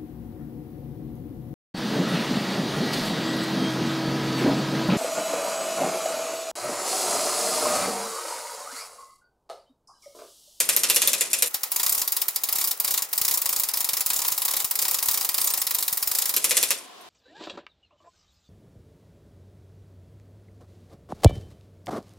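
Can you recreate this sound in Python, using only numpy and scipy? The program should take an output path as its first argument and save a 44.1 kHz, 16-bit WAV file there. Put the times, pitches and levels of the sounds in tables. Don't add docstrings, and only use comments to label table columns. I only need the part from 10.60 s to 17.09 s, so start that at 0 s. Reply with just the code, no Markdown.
import sys
import numpy as np
from scipy import signal
from scipy.fft import rfft, irfft, next_fast_len
from scipy.io import wavfile
from scipy.ndimage import uniform_filter1d

SR = 44100
rng = np.random.default_rng(int(sys.argv[2]) if len(sys.argv) > 2 else 0)


def store_wav(level_fs):
    pcm = np.round(np.clip(np.atleast_2d(level_fs), -1, 1) * 32767)
    wavfile.write(sys.argv[1], SR, pcm.T.astype(np.int16))


N = 286202
TOP_HZ = 15850

# [start_s, end_s]
FAST_SPAN = (0.88, 5.745)

EDGE_DB_PER_OCT = -2
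EDGE_SCATTER_DB, PAN_DB, PAN_SCATTER_DB = 1.38, 0.1, 0.56

# [start_s, relative level_db, extra body_db]
PAWL_DROPS = [(0.0014, -3, -1), (0.0889, -2, -1), (0.163, -3, 0), (0.2332, -3, 0.5), (0.2982, -1, 1),
              (0.3599, -1.5, -4), (0.4173, -3, -1), (0.4733, -2, -2.5), (0.5312, -4.5, -2), (0.608, -4, -1),
              (0.7306, -4, 0), (0.822, -2, 0.5), (0.9428, -7, 3), (1.0328, -7, 2), (1.1172, -7, 1),
              (1.1605, -5.5, -2), (1.1965, -7, 4), (1.2309, -5.5, -1.5), (1.263, -5, -2),
              (1.2933, -4.5, -5.5), (1.322, -5.5, -5), (1.3486, -8, -2.5), (1.3785, -8.5, -4),
              (1.4164, -6.5, -0.5), (1.4765, -7, 0), (1.5209, -6, -2), (1.5658, -6, 1.5), (1.6162, -5.5, 0),
              (1.6823, -6, -1), (1.7595, -7, 0.5), (1.8353, -6, -2.5), (1.8874, -8, 4), (1.926, -7, 1),
              (1.9577, -9, 0), (1.9838, -8, 1), (2.0128, -7.5, 2), (2.0413, -7.5, -1), (2.0733, -6.5, -1.5),
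              (2.1102, -6.5, -2.5), (2.1993, -5, 0.5), (2.2458, -6.5, 0.5), (2.2776, -8, -0.5),
              (2.3077, -8, -4), (2.3396, -6, -1), (2.376, -6.5, 1), (2.4213, -7.5, -1), (2.5292, -7, 3),
              (2.5778, -5.5, -2), (2.614, -6, -1), (2.6485, -5.5, -1.5), (2.6797, -5, -1), (2.7104, -7, 1),
              (2.7391, -7.5, -1.5), (2.7735, -6.5, -3), (2.817, -8.5, 0.5), (2.8573, -6.5, 1),
              (2.8913, -7.5, 0), (2.9275, -7.5, 0.5), (2.9617, -6.5, -2), (2.9977, -6.5, -3.5),
              (3.0343, -5.5, -2), (3.0874, -8.5, 3), (3.1368, -8, 1), (3.1714, -8, 0.5), (3.2051, -8, -0.5),
              (3.2438, -7, -2.5), (3.2889, -6, 0), (3.333, -7.5, 1), (3.369, -8.5, 3.5), (3.4065, -6, 0),
              (3.4615, -4.5, -4), (3.502, -6.5, 3.5), (3.5329, -8, -4.5), (3.5616, -9, -2.5),
              (3.5898, -9.5, 0.5), (3.6178, -9.5, 1.5), (3.6478, -10, 5), (3.681, -7, 2.5),
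              (3.7203, -6.5, -0.5), (3.7775, -7.5, 3), (3.8185, -8.5, 2), (3.8508, -5.5, -0.5),
              (3.8804, -8.5, 4.5), (3.909, -9, -0.5), (3.9362, -8, 3), (3.9668, -7, 1.5), (4.0008, -8.5, 1),
              (4.0445, -6, -2.5), (4.11, -7, 1), (4.154, -7.5, -2), (4.1894, -6, 0), (4.2217, -7, -1),
              (4.251, -8.5, 3.5), (4.2814, -7, -1.5), (4.3111, -9, -1), (4.3434, -6, -1), (4.3859, -9, 5),
              (4.426, -6, 0.5), (4.4574, -8.5, -4), (4.4847, -4, 0), (4.5119, -7.5, -4), (4.5418, -7.5, -1),
              (4.5742, -7.5, 0.5), (4.6102, -9, 2), (4.647, -7.5, 0), (4.6895, -6, 0.5),
              (4.7431, -7.5, 1.5), (4.78, -7, 5), (4.8134, -5.5, -5.5), (4.8435, -5.5, -2),
              (4.8727, -6, -4), (4.9025, -9.5, 0), (4.937, -7, 0), (4.9746, -9, 1.5), (5.016, -7, 2),
              (5.0676, -7, 1.5), (5.1083, -8.5, 2.5), (5.1467, -5.5, -2.5), (5.1849, -8, -0.5),
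              (5.2255, -7.5, -1), (5.2791, -6.5, -1), (5.3269, -7, -0.5), (5.372, -6.5, 0.5),
              (5.4259, -7.5, 1), (5.473, -5.5, -2), (5.5138, -6, -2.5), (5.5497, -7, 0), (5.5856, -6, -1.5),
              (5.6201, -7.5, 2), (5.656, -7.5, 0.5), (5.6927, -7.5, 0.5), (5.739, -9, 2), (5.7633, -4, -3),
              (5.8418, -2.5, -2.5), (5.908, -4.5, 0.5), (5.9682, -2, -2), (6.0272, -4, -0.5),
              (6.105, -3.5, 2)]
# [start_s, relative level_db]
LINK_KNOCKS = [(0.0525, -16), (0.1253, -10), (0.1905, -8.5), (0.345, -2.5), (0.701, -19), (0.7865, -9),
               (0.8594, -11), (0.8717, -9), (2.4967, -38), (5.893, -6.5), (6.4093, -35)]
# [freq_hz, relative density_db]
CLICK_COLOUR = [(35, -66), (60, -40), (256, -16.5), (417, -17), (469, -9.5), (842, -12), (903, -8),
                (1470, -9), (2410, -4), (5090, -3), (7230, -3.5), (12100, -8), (16000, -16)]


def ratchet(speed):
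    def at_this_speed(rows):
        in_fast = (rows[:, 0] > FAST_SPAN[0]) & (rows[:, 0] < FAST_SPAN[1])
        return rows[in_fast == (speed > 1)]

    start_s, level_db, body_db = np.transpose(PAWL_DROPS)
    _, pace_oct = wheel_speed()
    edge_luck, pan_luck = rng.standard_normal((2, len(start_s)))
    edge_db = EDGE_DB_PER_OCT * pace_oct + (0.5 if speed > 1 else -2.5) + EDGE_SCATTER_DB * edge_luck
    pan_db = PAN_DB + PAN_SCATTER_DB * pan_luck
    drops = np.transpose([start_s, level_db, body_db, edge_db, pan_db])
    knocks = np.pad(at_this_speed(np.array(LINK_KNOCKS, float)), ((0, 0), (0, 3)))
    pawl_db = -1.5 if speed > 1 else -4
    clicks = amp(pawl_db) * blows(at_this_speed(drops), speed, CLICK_COLOUR, ring_db=7.5)
    return clicks + amp(-9.0) * blows(knocks, speed, JINGLE_COLOUR, ring_db=15)


# [freq_hz, width_hz, relative level_db]
STEEL_MODES = [(1200, 110, -10), (1940, 250, -5.5), (2454, 95, -1.5), (2670, 88, -10.5), (2725, 81, -3),
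               (3520, 170, -1.5), (4090, 95, -5), (4250, 120, -11.5), (4900, 110, -7), (5600, 203, -1.5),
               (6360, 91, -2.5), (7130, 92, -7.5), (7190, 240, 1.5), (7640, 140, -5), (8600, 160, 0),
               (9170, 105, 3.5), (9830, 210, 1.5), (10200, 460, -6), (12600, 1400, 3), (12900, 430, -9)]
# [delay_s, level_db]
WALL_ECHOES = [(.0040, -9.5), (.0062, -10), (.0095, -17), (0.013, -22.5), (.018, -14.5)]


def blows(rows, speed, colour, ring_db, size=16384):
    start_s, level_db, body_db, edge_db, pan_db = np.transpose(rows)[:, :, None]
    size //= speed
    t = np.arange(size) / SR * speed
    hz = np.fft.rfftfreq(size, 1 / SR)
    true_hz, shape = hz / speed, (len(rows), size)

    crack_fall = np.where(t < .0018, (.0018 - t) / .004, (t - .0018) / .006)
    crack = pair(shape, .95) * amp(-60 * crack_fall)
    crack = amp(15.5) * crack / np.linalg.norm(crack, axis=2, keepdims=True) / np.sqrt(speed)
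    walls = 1
    for delay_s, wall_db in WALL_ECHOES:
        scatter_db = rng.normal(0, 0.77, (2, len(rows), 1))
        walls = walls + amp(wall_db + scatter_db) * np.exp(-2j * np.pi * true_hz * delay_s)
    sharp = np.sqrt(0.26 + (true_hz / 8000) ** 2)

    rattle = pair(shape, 0.92) * amp(-4.5 - 60 * (t / 0.055) ** 1.33)
    rattle *= 1 - np.exp(-(t / .0055) ** 2)
    grit = amp(1.67 * unit(uniform_filter1d(rng.standard_normal(shape), size=40 // speed)))

    swell = 1 - np.exp(-t / 0.0053)
    bright_tail = pair(shape, 0.36) * amp(-13.5 - 60 * t / 0.24) * swell
    dull_tail = pair(shape, 1.0) * amp(-14.5 - 60 * t / 0.41) * swell
    spectrum = rfft(crack) * walls * sharp + rfft(rattle * grit + bright_tail)
    spectrum = spectrum + rfft(dull_tail) / (1 + (true_hz / 2500) ** 2)

    strike_db = rng.normal(0, 2.8, (len(rows), len(STEEL_MODES)))
    detune = 1 + rng.normal(0, .012, strike_db.shape)
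    modes = 0
    for k, (mode_hz, width_hz, mode_db) in enumerate(STEEL_MODES):
        offset = 2 * (true_hz - mode_hz * detune[:, [k]]) / width_hz
        modes = modes + amp(2 * (mode_db + strike_db[:, [k]])) / (1 + offset ** 2)

    tone_db = body_db * np.exp(-(hz / 6000) ** 4) + edge_db * (1 - np.exp(-(hz / 10000) ** 4))
    gain = amp(along(colour, true_hz) + tone_db) * case(true_hz) * np.sqrt(1 + amp(2 * ring_db) * modes)
    band = (hz > 2500) & (hz < TOP_HZ)
    band_rms = np.sqrt(np.mean(gain[:, band] ** 2, axis=1, keepdims=True))
    sound = irfft(spectrum * causal(gain / band_rms))
    sound = sound * amp(level_db + np.array([pan_db, -pan_db]) / 2)

    out = np.zeros((2, N + size))
    for k, start in enumerate(np.round(start_s[:, 0] * SR).astype(int)):
        out[:, start:start + size] += sound[:, k]
    return out[:, :N]


# [freq_hz, width_hz, level_db]
CASE_MODES = [(270, 24, 2.5), (398, 37, 10), (487.4, 17.4, 8.5), (559, 19, 7.5), (626, 15, 5.5)]


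def case(hz):
    peaks = sum(amp(2 * db) / (1 + (2 * (hz - mode_hz) / width_hz) ** 2)
                for mode_hz, width_hz, db in CASE_MODES)
    return np.sqrt(1 + peaks)


USUAL_TEETH_PER_S = 14


def wheel_speed():
    tooth_s = np.transpose(PAWL_DROPS)[0]
    in_fast = (tooth_s[1:] > FAST_SPAN[0]) & (tooth_s[:-1] < FAST_SPAN[1])
    gap_s = np.diff(tooth_s) * np.where(in_fast, 2, 1)
    cut = np.searchsorted(tooth_s, FAST_SPAN) - 1
    gap_s[cut] = gap_s[cut + 1]
    return tooth_s, -np.log2(np.r_[gap_s[0], gap_s] * USUAL_TEETH_PER_S)


JINGLE_DB, JINGLE_DB_PER_OCT = -32, 8
RUMBLE_DB, RUMBLE_DB_PER_OCT = -47.5, 6
STOP_DB_PER_S = 153
LAG_S = 0.02

# [freq_hz, relative density_db]
JINGLE_COLOUR = [(1000, -22.5), (2500, -13), (5000, -8), (8000, -5), (12000, -4), (16000, -49)]
# [freq_hz, relative density_db]
GEAR_COLOUR = [(15, -51), (60, -44), (130, -13), (200, -3.5), (380, -6.5), (500, -6.5), (650, -3),
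               (900, -23), (2000, -17)]


def haul(speed):
    tooth_s, pace_oct = wheel_speed()
    t = np.arange(N) / SR
    mid_gap_s = (tooth_s + np.r_[0, tooth_s[:-1]]) / 2
    pace_oct = np.interp(t - LAG_S, mid_gap_s, pace_oct)
    stop_db = -STOP_DB_PER_S * np.clip(t - tooth_s[-1], 0, None)
    ticks = (rng.random(N) < 250 * speed / SR) * amp(rng.normal(0, 2.2, N))
    patter = 0.14 + signal.fftconvolve(ticks, amp(-60 * t[:2000] * speed / 0.05))[:N]

    def chain_gain(hz):
        return amp(along(JINGLE_COLOUR, hz / speed)) * (hz < TOP_HZ)

    def gear_gain(hz):
        return amp(along(GEAR_COLOUR, hz / speed)) * case(hz / speed)

    jingle = unit(filtered(pair((N,), 0.46) * patter, chain_gain))
    rumble = unit(filtered(pair((N,), 1.0), gear_gain))
    jingle = amp(JINGLE_DB + JINGLE_DB_PER_OCT * pace_oct) * jingle
    rumble = amp(RUMBLE_DB + RUMBLE_DB_PER_OCT * pace_oct) * rumble
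    return amp(stop_db) * (jingle + rumble)


def low_puffs():
    kicks = np.zeros(N)
    for start_s, level_db, _ in PAWL_DROPS:
        in_fast = FAST_SPAN[0] < start_s < FAST_SPAN[1]
        kicks[round(start_s * SR)] = amp(level_db + rng.normal(0, 1.5)) * in_fast
    t = np.arange(2000) / SR
    puffs = pair((N,), 0.77) * signal.fftconvolve(kicks, amp(-60 * t / 0.023))[:N]

    def low_band(hz):
        return 1 / (1 + (hz / 280) ** 2) / (1 + (25 / (hz + 1)) ** 2)

    return amp(-61.0) * unit(filtered(puffs, low_band))


SCOOP_HZ, SCOOP_S = 1400, .006

# [start_s, length_s, top_hz, rms level_db]
BIRD_CHIRPS = [(4.795, 0.024, 8900, -30), (4.852, 0.026, 9100, -30), (4.915, 0.035, 8900, -32),
               (4.986, 0.033, 8200, -32)]


def bird():
    t, out = np.arange(N) / SR, np.zeros(N)
    for start_s, length_s, top_hz, level_db in BIRD_CHIRPS:
        age_s = np.clip(t - start_s, 0, None)
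        fade = np.clip(np.minimum(age_s, length_s - age_s) / 0.0099, 0, 1)
        pitch_hz = top_hz - SCOOP_HZ * np.exp(-age_s / SCOOP_S)
        out += fade * np.sqrt(2) * amp(level_db) * np.sin(2 * np.pi * np.cumsum(pitch_hz) / SR)
    return out


# [freq_hz, width_hz, level_db]
HUM_BANDS = [(723, 30, -61), (1060, 120, -57.5)]


def hum():
    rise = np.clip((np.arange(N) / SR - PAWL_DROPS[-1][0]) / .1, 0, 1)
    total = 0
    for centre_hz, width_hz, level_db in HUM_BANDS:
        band = filtered(pair((N,), .8), lambda hz: 1 / (1 + (2 * (hz - centre_hz) / width_hz) ** 2))
        total = total + amp(level_db) * unit(band)
    return rise * total


AIR_DB = -47.5

# [freq_hz, relative density_db]
AIR_COLOUR = [(20, -50), (60, -33), (170, -19), (250, -9), (450, -6), (600, -9.5), (730, -3), (860, -9.5),
              (1050, -4), (1300, -9.5), (2300, -14.5), (3300, -10), (5000, -15.5), (15500, -31)]


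def yard(speed):
    return amp(AIR_DB) * unit(filtered(pair((N,), 0.15), lambda hz: amp(along(AIR_COLOUR, hz / speed))))


def amp(db):
    return 10 ** (np.asarray(db) / 20)


def unit(x):
    return x / np.sqrt(np.mean(x ** 2) + 1e-20)


def along(points, hz):
    point_hz, value = np.transpose(points)
    return np.interp(np.log(hz + 1), np.log(point_hz + 1), value)


def filtered(x, response):
    m = next_fast_len(N + 8192)
    return irfft(rfft(x, m) * response(np.fft.rfftfreq(m, 1 / SR)), m)[..., :N]


def causal(gain):
    cepstrum = irfft(np.log(gain + 1e-6))
    half = cepstrum.shape[-1] // 2
    cepstrum[..., 1:half] *= 2
    cepstrum[..., half + 1:] = 0
    return np.exp(rfft(cepstrum))


def pair(shape, alike):
    a, b = rng.standard_normal((2, *shape))
    turn = np.arccos(np.clip(alike, 0, 1)) / 2
    return np.array([np.cos(turn) * a + np.sin(turn) * b, np.cos(turn) * a - np.sin(turn) * b])


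def scene():
    t = np.arange(N) / SR
    fast = np.clip(np.minimum(t - FAST_SPAN[0], FAST_SPAN[1] - t) / 0.012, 0, 1)
    beds = (1 - fast) * (haul(0.94) + yard(0.95)) + fast * (haul(2) + yard(1.84))
    clicks = (1 - fast) * ratchet(1) + ratchet(2)
    return beds + clicks + low_puffs() + bird() + hum()


def record(dry):
    dry = dry / (1 + np.abs(dry / .95) ** 6) ** (1 / 6)
    lead_rad = 0.5

    def ports(hz):
        phase_rad = .5 * lead_rad * hz / (hz + 400) * np.array([[1], [-1]])
        return amp([[.3], [-.3]]) * np.exp(1j * phase_rad) * (hz < TOP_HZ)

    return filtered(dry, ports)


dry = scene()
out = record(dry)
store_wav(out)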